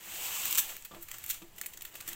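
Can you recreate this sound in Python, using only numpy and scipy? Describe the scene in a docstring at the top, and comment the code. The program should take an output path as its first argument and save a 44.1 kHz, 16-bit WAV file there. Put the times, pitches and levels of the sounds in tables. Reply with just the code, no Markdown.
"""A film-covered canvas is slid round on a wooden table, then fingers pick at its curled edge, close under a mono phone.
The slide is dense tiny slips and hiss of the film over a duller canvas drag with a resonant note.
Creases snap as clusters of clicks that also thump the sheet; finger taps ring the modes of the table top.
Palm presses push air at the phone; handling rumble, murmur of the house and hiss lie beneath, in a quiet small room."""
import sys
import numpy as np
from scipy import signal
from scipy.fft import rfft, irfft
from scipy.io import wavfile
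from scipy.ndimage import uniform_filter1d

SR = 44100
rng = np.random.default_rng(int(sys.argv[2]) if len(sys.argv) > 2 else 0)


def transcribe(signal):
    """Save signal, clipped to [-1, 1], as a 16-bit WAV file at the path in sys.argv[1]."""
    frames = np.atleast_2d(signal).T
    limited = np.clip(frames, -1, 1)
    pcm = np.round(limited * 32767).astype(np.int16)
    wavfile.write(sys.argv[1], SR, pcm)


def gain_from_db(level_db):
    """Turn a decibel level (scalar or array-like) into a linear amplitude factor."""
    decades = np.asarray(level_db, float) / 20
    return 10 ** decades


N = 94815
T = np.arange(N) / SR

# canvas slid round: start_s, film_gain_db, drag_gain_db
SLIDE = [(0, -54, -63), (0.079, -46, -52.5), (.15, -42.5, -56.5), (.25, -38, -53), (.36, -37.5, -51.5),
         (.43, -35, -54.5), (.47, -36, -51), (.5, -38, -55.5), (.56, -36.5, -51.5), (.63, -41.5, -57.5),
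         (.675, -47.5, -58.5), (.71, -42.5, -55), (.75, -49.5, -58.5), (0.801, -55, -73)]
# sheet rustling under the fingers: start_s, film_gain_db, drag_gain_db
RUSTLE = [(.82, -55, -63), (.88, -62, -86), (.96, -58.5, -69), (1.05, -59.5, -67.5), (1.13, -51, -60.5),
          (1.2, -53, -62.5), (1.27, -50, -61), (1.34, -49, -58.5), (1.4, -57.5, -69), (1.45, -64.5, -89),
          (1.53, -67, -99), (1.57, -58.5, -76), (1.65, -54, -69), (1.72, -57, -69), (1.8, -61.5, -69.5),
          (1.87, -52.5, -66), (1.91, -61, -65), (1.97, -51.5, -61), (2.04, -57.5, -59.5), (2.101, -46, -61),
          (2.15, -56, -56)]


def unit(x):
    """Scale to rms 1."""
    return x / np.sqrt(np.mean(x ** 2) + 1e-30)


def colour(x, curve):
    """Causal minimum-phase filter of unit energy whose gain follows (Hz, dB) points."""
    hz, db = np.array(curve, float).T
    size = 8192
    grid_hz = np.maximum(np.arange(size // 2 + 1) * SR / size, 1)
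    log_gain = np.interp(np.log(grid_hz), np.log(hz), db) * np.log(10) / 20
    cepstrum = irfft(log_gain)
    cepstrum[1:size // 2] *= 2  # fold to minimum phase
    cepstrum[size // 2 + 1:] = 0
    h = irfft(np.exp(rfft(cepstrum)))
    return signal.fftconvolve(x, h / np.sqrt(np.sum(h ** 2)))[:len(x)]


def ring(x, hz, t60_s):
    """One decaying mode, envelope near 1 for a unit blow."""
    r = 1000 ** (-1 / (t60_s * SR))
    w = 2 * np.pi * hz / SR
    return signal.lfilter([0, np.sin(w)], [1, -2 * r * np.cos(w), r * r], x)


def clicks(rate_per_s, spread_db):
    """Random clicks of either sign, a few much stronger than the rest."""
    u = rng.random((3, N))
    strength = gain_from_db(-spread_db * np.log(u[2] + 1e-4))
    return (u[0] < rate_per_s / SR) * np.sign(u[1] - .5) * strength


def walk(rate_hz):
    """Slow random wander, rms 1."""
    k = int(SR / rate_hz)
    return unit(uniform_filter1d(uniform_filter1d(rng.standard_normal(N), k), k))


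def butter(x, order, hz, kind):
    """Butterworth filter."""
    return signal.sosfilt(signal.butter(order, hz, kind, fs=SR, output="sos"), x)


def table_top(force, deep_db=0.):
    """The wooden top rings in its modes; the spot that is hit sets how much the deep one speaks."""
    # hz, gain_db, t60_s
    modes = [(203, -8, .2), (339, 0, .42), (385, -9, .12), (435, -7, .08), (540, -5, .07), (680, -5, .06),
             (905, -9, .05), (1180, 2, .1)]
    deep_mode = 1  # row number
    out = np.zeros(len(force))
    for k, (hz, db, t60_s) in enumerate(modes):
        out += gain_from_db(db + deep_db * (k == deep_mode)) * ring(force, hz, t60_s)
    return out


def film_rub():
    """Film sliding: dense tiny slips, steady hiss and stray stronger ticks, slightly patchy in level."""
    # film as the phone hears it: hz, density_db
    film_colour = [(760, -42.5), (1300, -41), (2100, -9), (2280, -3), (2900, 1), (3460, -4), (5070, -9.5),
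                   (7670, 0.5), (9100, -9), (11500, -9), (14400, 1), (16000, -6.5), (16500, -44)]
    slips_per_s, slip_spread_db, hiss_share = 8000, 2, 0.75  # share of power
    ticks_per_s, tick_gain_db, tick_spread_db = 250, 8., 3.
    slips = np.sqrt(1 - hiss_share) * unit(clicks(slips_per_s, slip_spread_db))
    hiss = np.sqrt(hiss_share) * rng.standard_normal(N)
    ticks = gain_from_db(tick_gain_db) * clicks(ticks_per_s, tick_spread_db)
    t, film_db, _ = np.vstack([SLIDE, RUSTLE]).T
    patchy_db = 1.2 * walk(56)
    return colour(slips + hiss + ticks, film_colour) * gain_from_db(np.interp(T, t, film_db) + patchy_db)


def drag_note():
    """Noise through a resonator of moving pitch, which rises and then falls during the slide."""
    # resonance of the drag: start_s, pitch_hz
    pitch = [(0, 694), (.2, 700), (.28, 940), (.46, 1090), (.58, 1090), (.68, 670)]
    t60_s, start_s, end_s, fade_s = 0.0098, .1, 0.757, 0.087  # dies as the slide stops
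    turn = np.exp(2j * np.pi * np.cumsum(np.interp(T, *np.array(pitch).T)) / SR)
    r = 1000 ** (-1 / (t60_s * SR))
    # decay computed in a frame that turns with the pitch
    note = (signal.lfilter([1], [1, -r], rng.standard_normal(N) / turn) * turn).real
    fade = np.clip(np.minimum(end_s - T, T - start_s) / fade_s, 0, 1)
    return unit(note) * fade


def canvas_drag():
    """Canvas on wood: dull friction noise that also drives the table top, plus the resonant note."""
    # canvas on wood: hz, density_db
    canvas_colour = [(120, -21.5), (200, 4), (286, -3.5), (333, 3), (472, 0.5), (658, 3.5), (1060, 4),
                     (1270, 5.5), (1700, 7.5), (2210, 8), (3740, -120)]
    table_db, note_db = -18., 0.5
    push = rng.standard_normal(N) * gain_from_db(1.5 * walk(90))
    drag = colour(push, canvas_colour)
    drag += gain_from_db(table_db) * unit(table_top(push))
    drag += gain_from_db(note_db) * drag_note()
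    t, _, drag_db = np.vstack([SLIDE, RUSTLE]).T
    return drag * gain_from_db(np.interp(T, t, drag_db))


def snap_burst(scale_s):
    """One crease letting go: a cluster of clicks over 3 scale times, swelling then fading; energy 1."""
    u, v, w = rng.random((3, 300))  # 300 clicks
    rise, hold, click_spread_db = 0.12, .7, 2.5  # rise and hold in scale times
    late = 3 * u
    swell = np.minimum(late / rise, 1)
    fade = np.exp(-1.5 * np.maximum(late - hold, 0))
    strength = gain_from_db(-click_spread_db * np.log(v + 0.18))
    burst = np.zeros(SR // 8)
    np.add.at(burst, (late * scale_s * SR).astype(int), np.sign(w - .5) * fade * swell * strength)
    return burst / np.sqrt(np.sum(burst ** 2))


def snaps():
    """Each crease snaps as a click burst that also thumps the sheet in a broad resonance."""
    # creases: start_s, burst_gain_db, time_scale_ms, sheet_body_db (energy re burst), sheet_body_hz,
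    # below_split_db (re the part above the split)
    creases = [(0.4545, -13.5, 2.7, -16, 2790, -9), (.508, -13, 4.7, -32, 3130, -11.5),
               (0.5273, -6.5, 0.32, -30, 3300, -3), (0.5493, -13, 0.66, -28, 2570, 0),
               (0.5534, -14, 2.4, -32, 3020, -0.5), (0.5756, -8.5, 2.53, -15.5, 1330, -7),
               (0.5814, -4, 2.07, -19, 3330, -5), (0.5845, -8.5, 2.95, -11.5, 2030, 0),
               (0.5888, -7, 5.5, -34, 3200, -8.5), (0.5938, -7.5, 1.2, -23, 2820, -2.5),
               (0.598, -11.5, 6.4, -35, 2500, -13), (0.6886, -36, 8.2, 1.5, 2770, -5),
               (0.7656, -24, 2.5, -8.5, 2140, -4), (0.8226, -38, 2.9, -18, 3000, 6.5),
               (0.848, -27, 6.2, -9, 2900, -5), (0.8538, -33, 7.6, -8, 2200, -8),
               (0.914, -46.5, 10.3, 5.5, 3050, -17), (0.9456, -39.5, 6.8, 1, 2800, -12),
               (1.0088, -37, 15, -17, 1780, -9), (1.022, -27, 11.3, -20, 2070, -13),
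               (1.0841, -30.5, 6.2, -7.5, 2480, -4.5), (1.1141, -21, 2.92, -5.5, 2640, -5.5),
               (1.14, -31, 8.5, -3, 1420, 1), (1.1831, -24.5, 2.9, -18, 2060, -8.5),
               (1.2393, -22.5, 3.5, -11, 2420, -8), (1.262, -18, 2.1, -22, 2020, -16),
               (1.281, -22, 1.3, -29, 2690, -7), (1.2898, -23, 5.4, -16, 2430, -16),
               (1.2935, -20, 1.8, -34, 2570, -15), (1.2982, -15.5, 2.6, -37, 2600, -5.5),
               (1.3017, -10.5, 2.11, -13, 2730, -11), (1.306, -16, 7.6, -32, 2490, -2.5),
               (1.343, -36, 7.2, -4, 1410, 1), (1.419, -43.5, 8.1, 2.5, 3100, 1.5),
               (1.56, -39, 5.5, -10, 1420, -8), (1.5807, -28.5, 6.9, -8.5, 2650, -9.5),
               (1.6133, -15, 2.25, -9, 1760, -4), (1.634, -37, 10, 0, 2440, -12),
               (1.6601, -19, 2.9, -9, 2800, -17), (1.6653, -13, 1.04, -33, 1880, -16),
               (1.7346, -31.5, 6.4, -9.5, 2680, -3.5), (1.7726, -31, 3.86, -7.5, 1770, 2.5),
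               (1.8086, -33.5, 3, -6, 2460, 3), (1.8196, -21.5, 3.8, -15.5, 2590, -6.5),
               (1.8502, -23.5, 4.75, -8, 2560, -5.5), (1.94, -40, 5, -4.5, 3420, 2),
               (1.953, -27.5, 5.8, -5, 2620, -7), (2.0024, -31.5, 7.7, -4.5, 2660, -7),
               (2.009, -26, 2.54, -12, 2070, 1.5), (2.064, -44, 7.7, 3, 2100, -0.5),
               (2.0764, -21, 5.8, -12, 2260, -4.5), (2.086, -20.5, 6, -12, 1790, -5),
               (2.114, -34.5, 6.8, -2, 2270, -15), (2.1296, -23.5, 4, -18, 3060, -4.5)]
    # hz, density_db
    snap_colour = [(1470, -21.5), (2500, -6), (3240, -1.5), (5010, -7), (7550, 3), (8770, -3.5),
                   (10300, -6.5), (11100, -8), (14400, 3), (16000, -5.5), (16500, -41)]
    split_hz, body_cut_hz, body_q = 10000, 1210, 2.4
    top, mid, body = np.zeros((3, N + SR))
    for s, db, ms, body_db, hz, mid_db in creases:
        # longer bursts carry more energy
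        burst = snap_burst(ms / 1000) * gain_from_db(db) * np.sqrt(1 + ms / 1000 * SR / 20)
        thump = ring(burst, hz, body_q * np.log(1000) / (np.pi * hz))
        match = np.sqrt(np.sum(burst ** 2) / np.sum(thump ** 2))
        at = slice(int(s * SR), int(s * SR) + len(burst))
        top[at] += burst
        mid[at] += burst * gain_from_db(mid_db)
        body[at] += thump * gain_from_db(body_db) * match
    crackle = butter(top[:N], 3, split_hz, "high") + butter(mid[:N], 3, split_hz, "low")
    return colour(crackle, snap_colour) + butter(body[:N], 3, body_cut_hz, "high")


def taps():
    """Soft fingertip pushes, each with a short scuff, ring the table top until the resting hand mutes it."""
    # start_s, push_gain_db, contact_ms, deep_mode_db, scuff_db (re push gain), free_ring_s
    touches = [(.9115, -43, 0.65, -12, -12, 0.018), (.919, -54, 2.3, -7, -16, 0.13),
               (.937, -50, 0.67, -7, -7, .1), (.946, -53, 0.39, -15, -4, 0.13),
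               (.963, -45, 1.9, -0.5, -12, 0.062), (1.4176, -45.5, 0.9, -14, -12, .006),
               (1.423, -45.5, 2.05, 4.5, -26, 0.027), (1.945, -57, 0.58, -5, -2.5, .1),
               (2.08, -50, 1.1, -0.5, -8.5, .05), (2.105, -55, 2.1, -11, -10, 0.044),
               (2.118, -45.5, 2.6, -4, -12.5, .04)]
    mute_db, mute_s = -13.5, 0.0087
    scuff_decay_s, scuff_top_hz = 0.022, 1110  # the hand settles noisily
    wood, scuff = np.zeros((2, N))
    for s, db, ms, deep_db, scuff_db, free_s in touches:
        contact_s = ms / 1000
        x = (T - s) / contact_s
        force = gain_from_db(db) * (abs(x - .5) < .5) * np.sin(np.pi * x) / (contact_s * SR)  # half sine
        mute = gain_from_db(mute_db * np.clip((T - s - free_s) / mute_s, 0, 1))
        wood += table_top(force, deep_db) * mute
        scuff += gain_from_db(db + scuff_db) * (T > s) * np.exp(-abs(T - s) / scuff_decay_s)
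    noise = unit(butter(rng.standard_normal(N), 2, [150, scuff_top_hz], "band"))
    return butter(wood, 2, 150, "high") + scuff * noise


def presses():
    """The palm presses the sheet flat, pushing air at the phone: one slow pressure swing each."""
    # centre_s, peak_db, length_ms
    pushes = [(.592, -53, 55), (.74, -55, 130)]
    out = np.zeros(N)
    for s, db, ms in pushes:
        x = (T - s) * 2000 * np.pi / ms
        out -= gain_from_db(db) * 1.65 * x * np.exp(-x ** 2 / 2)  # 1.65 brings the peak to 1
    return out


def rumble():
    """Handling rumble: two bands of bass noise with separately moving levels."""
    # start_s, level_below_50_hz_db, level_60_to_160_hz_db
    surge = [(0.0, -70, -81), (0.04, -65.5, -67.5), (0.53, -61.5, -65), (0.56, -74, -67), (0.59, -60, -70),
             (0.67, -50, -72), (0.77, -67, -76), (0.84, -57, -63), (0.89, -61, -79), (0.94, -57.5, -64),
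             (1.13, -61.5, -68), (1.25, -66, -62.5), (1.31, -56, -64.5), (1.6, -61.5, -70),
             (1.89, -58, -72.5), (1.9, -72, -72), (2.15, -53, -63.5)]
    # hz, density_db
    deep_colour = [(4, -2.5), (10, 13), (25, -2.5), (50, -7.5), (80, -32.5)]
    # hz, density_db
    low_colour = [(35, -26), (60, 0), (130, -1), (170, -14), (300, -33)]
    t, deep_db, low_db = np.array(surge).T
    out = np.zeros(N)
    for shape, db in ((deep_colour, deep_db), (low_colour, low_db)):
        noise = colour(rng.standard_normal(N + SR), shape)[SR:]  # skip the filter's start
        out += unit(noise) * gain_from_db(np.interp(T, t, db))
    return out


def house_murmur():
    """Murmur of the house: coloured noise, slowly wandering in level."""
    # hz, density_db
    air_colour = [(88, -46.5), (150, -1), (275, -7.5), (350, -2.5), (595, -8.5), (728, -6), (982, -7.5),
                  (1500, -14), (1950, -52), (3300, -120)]
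    return colour(rng.standard_normal(N), air_colour) * gain_from_db(-67.5 + 2.35 * walk(7.8))


def microphone_hiss():
    """Steady coloured noise of the microphone."""
    # hz, density_db
    hiss_colour = [(590, -66), (1000, -50), (1660, 2.5), (5110, -7.5), (10900, -63), (13800, -4),
                   (15900, -31), (16500, -71)]
    return gain_from_db(-68.5) * colour(rng.standard_normal(N), hiss_colour)


def room(x):
    """Direct sound, one near reflection and a short diffuse tail."""
    echo_s, echo_db = .006, -13
    t60_s, tail_db, start_s = 0.28, -10, 0.0034
    t = T[:SR // 2]
    tail = rng.standard_normal(len(t)) * 1000 ** (-t / t60_s) * np.clip(t / start_s - 1, 0, 1)
    h = gain_from_db(tail_db) * tail / np.sqrt(np.sum(tail ** 2))
    h[0] += 1
    h[int(echo_s * SR)] += gain_from_db(echo_db)
    return signal.fftconvolve(x, h)[:N]


def scene():
    """All sources at one microphone, the same in both channels."""
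    close = film_rub() + canvas_drag() + snaps() + taps()
    mono = room(close) + presses() + rumble() + house_murmur() + microphone_hiss()
    return np.array([mono, mono])


def top_cut(x):
    """Nothing passes above the cut-off."""
    return signal.sosfilt(signal.butter(12, 16970, fs=SR, output="sos"), x)


def record(dry):
    """The phone cuts the top steeply."""
    top_hz, ripple_db, stop_db = 15900, .3, 30
    low_pass = signal.ellip(8, ripple_db, stop_db, top_hz, fs=SR, output="sos")
    mix = signal.sosfilt(low_pass, dry)
    return top_cut(mix)


dry = scene()
out = record(dry)
transcribe(out)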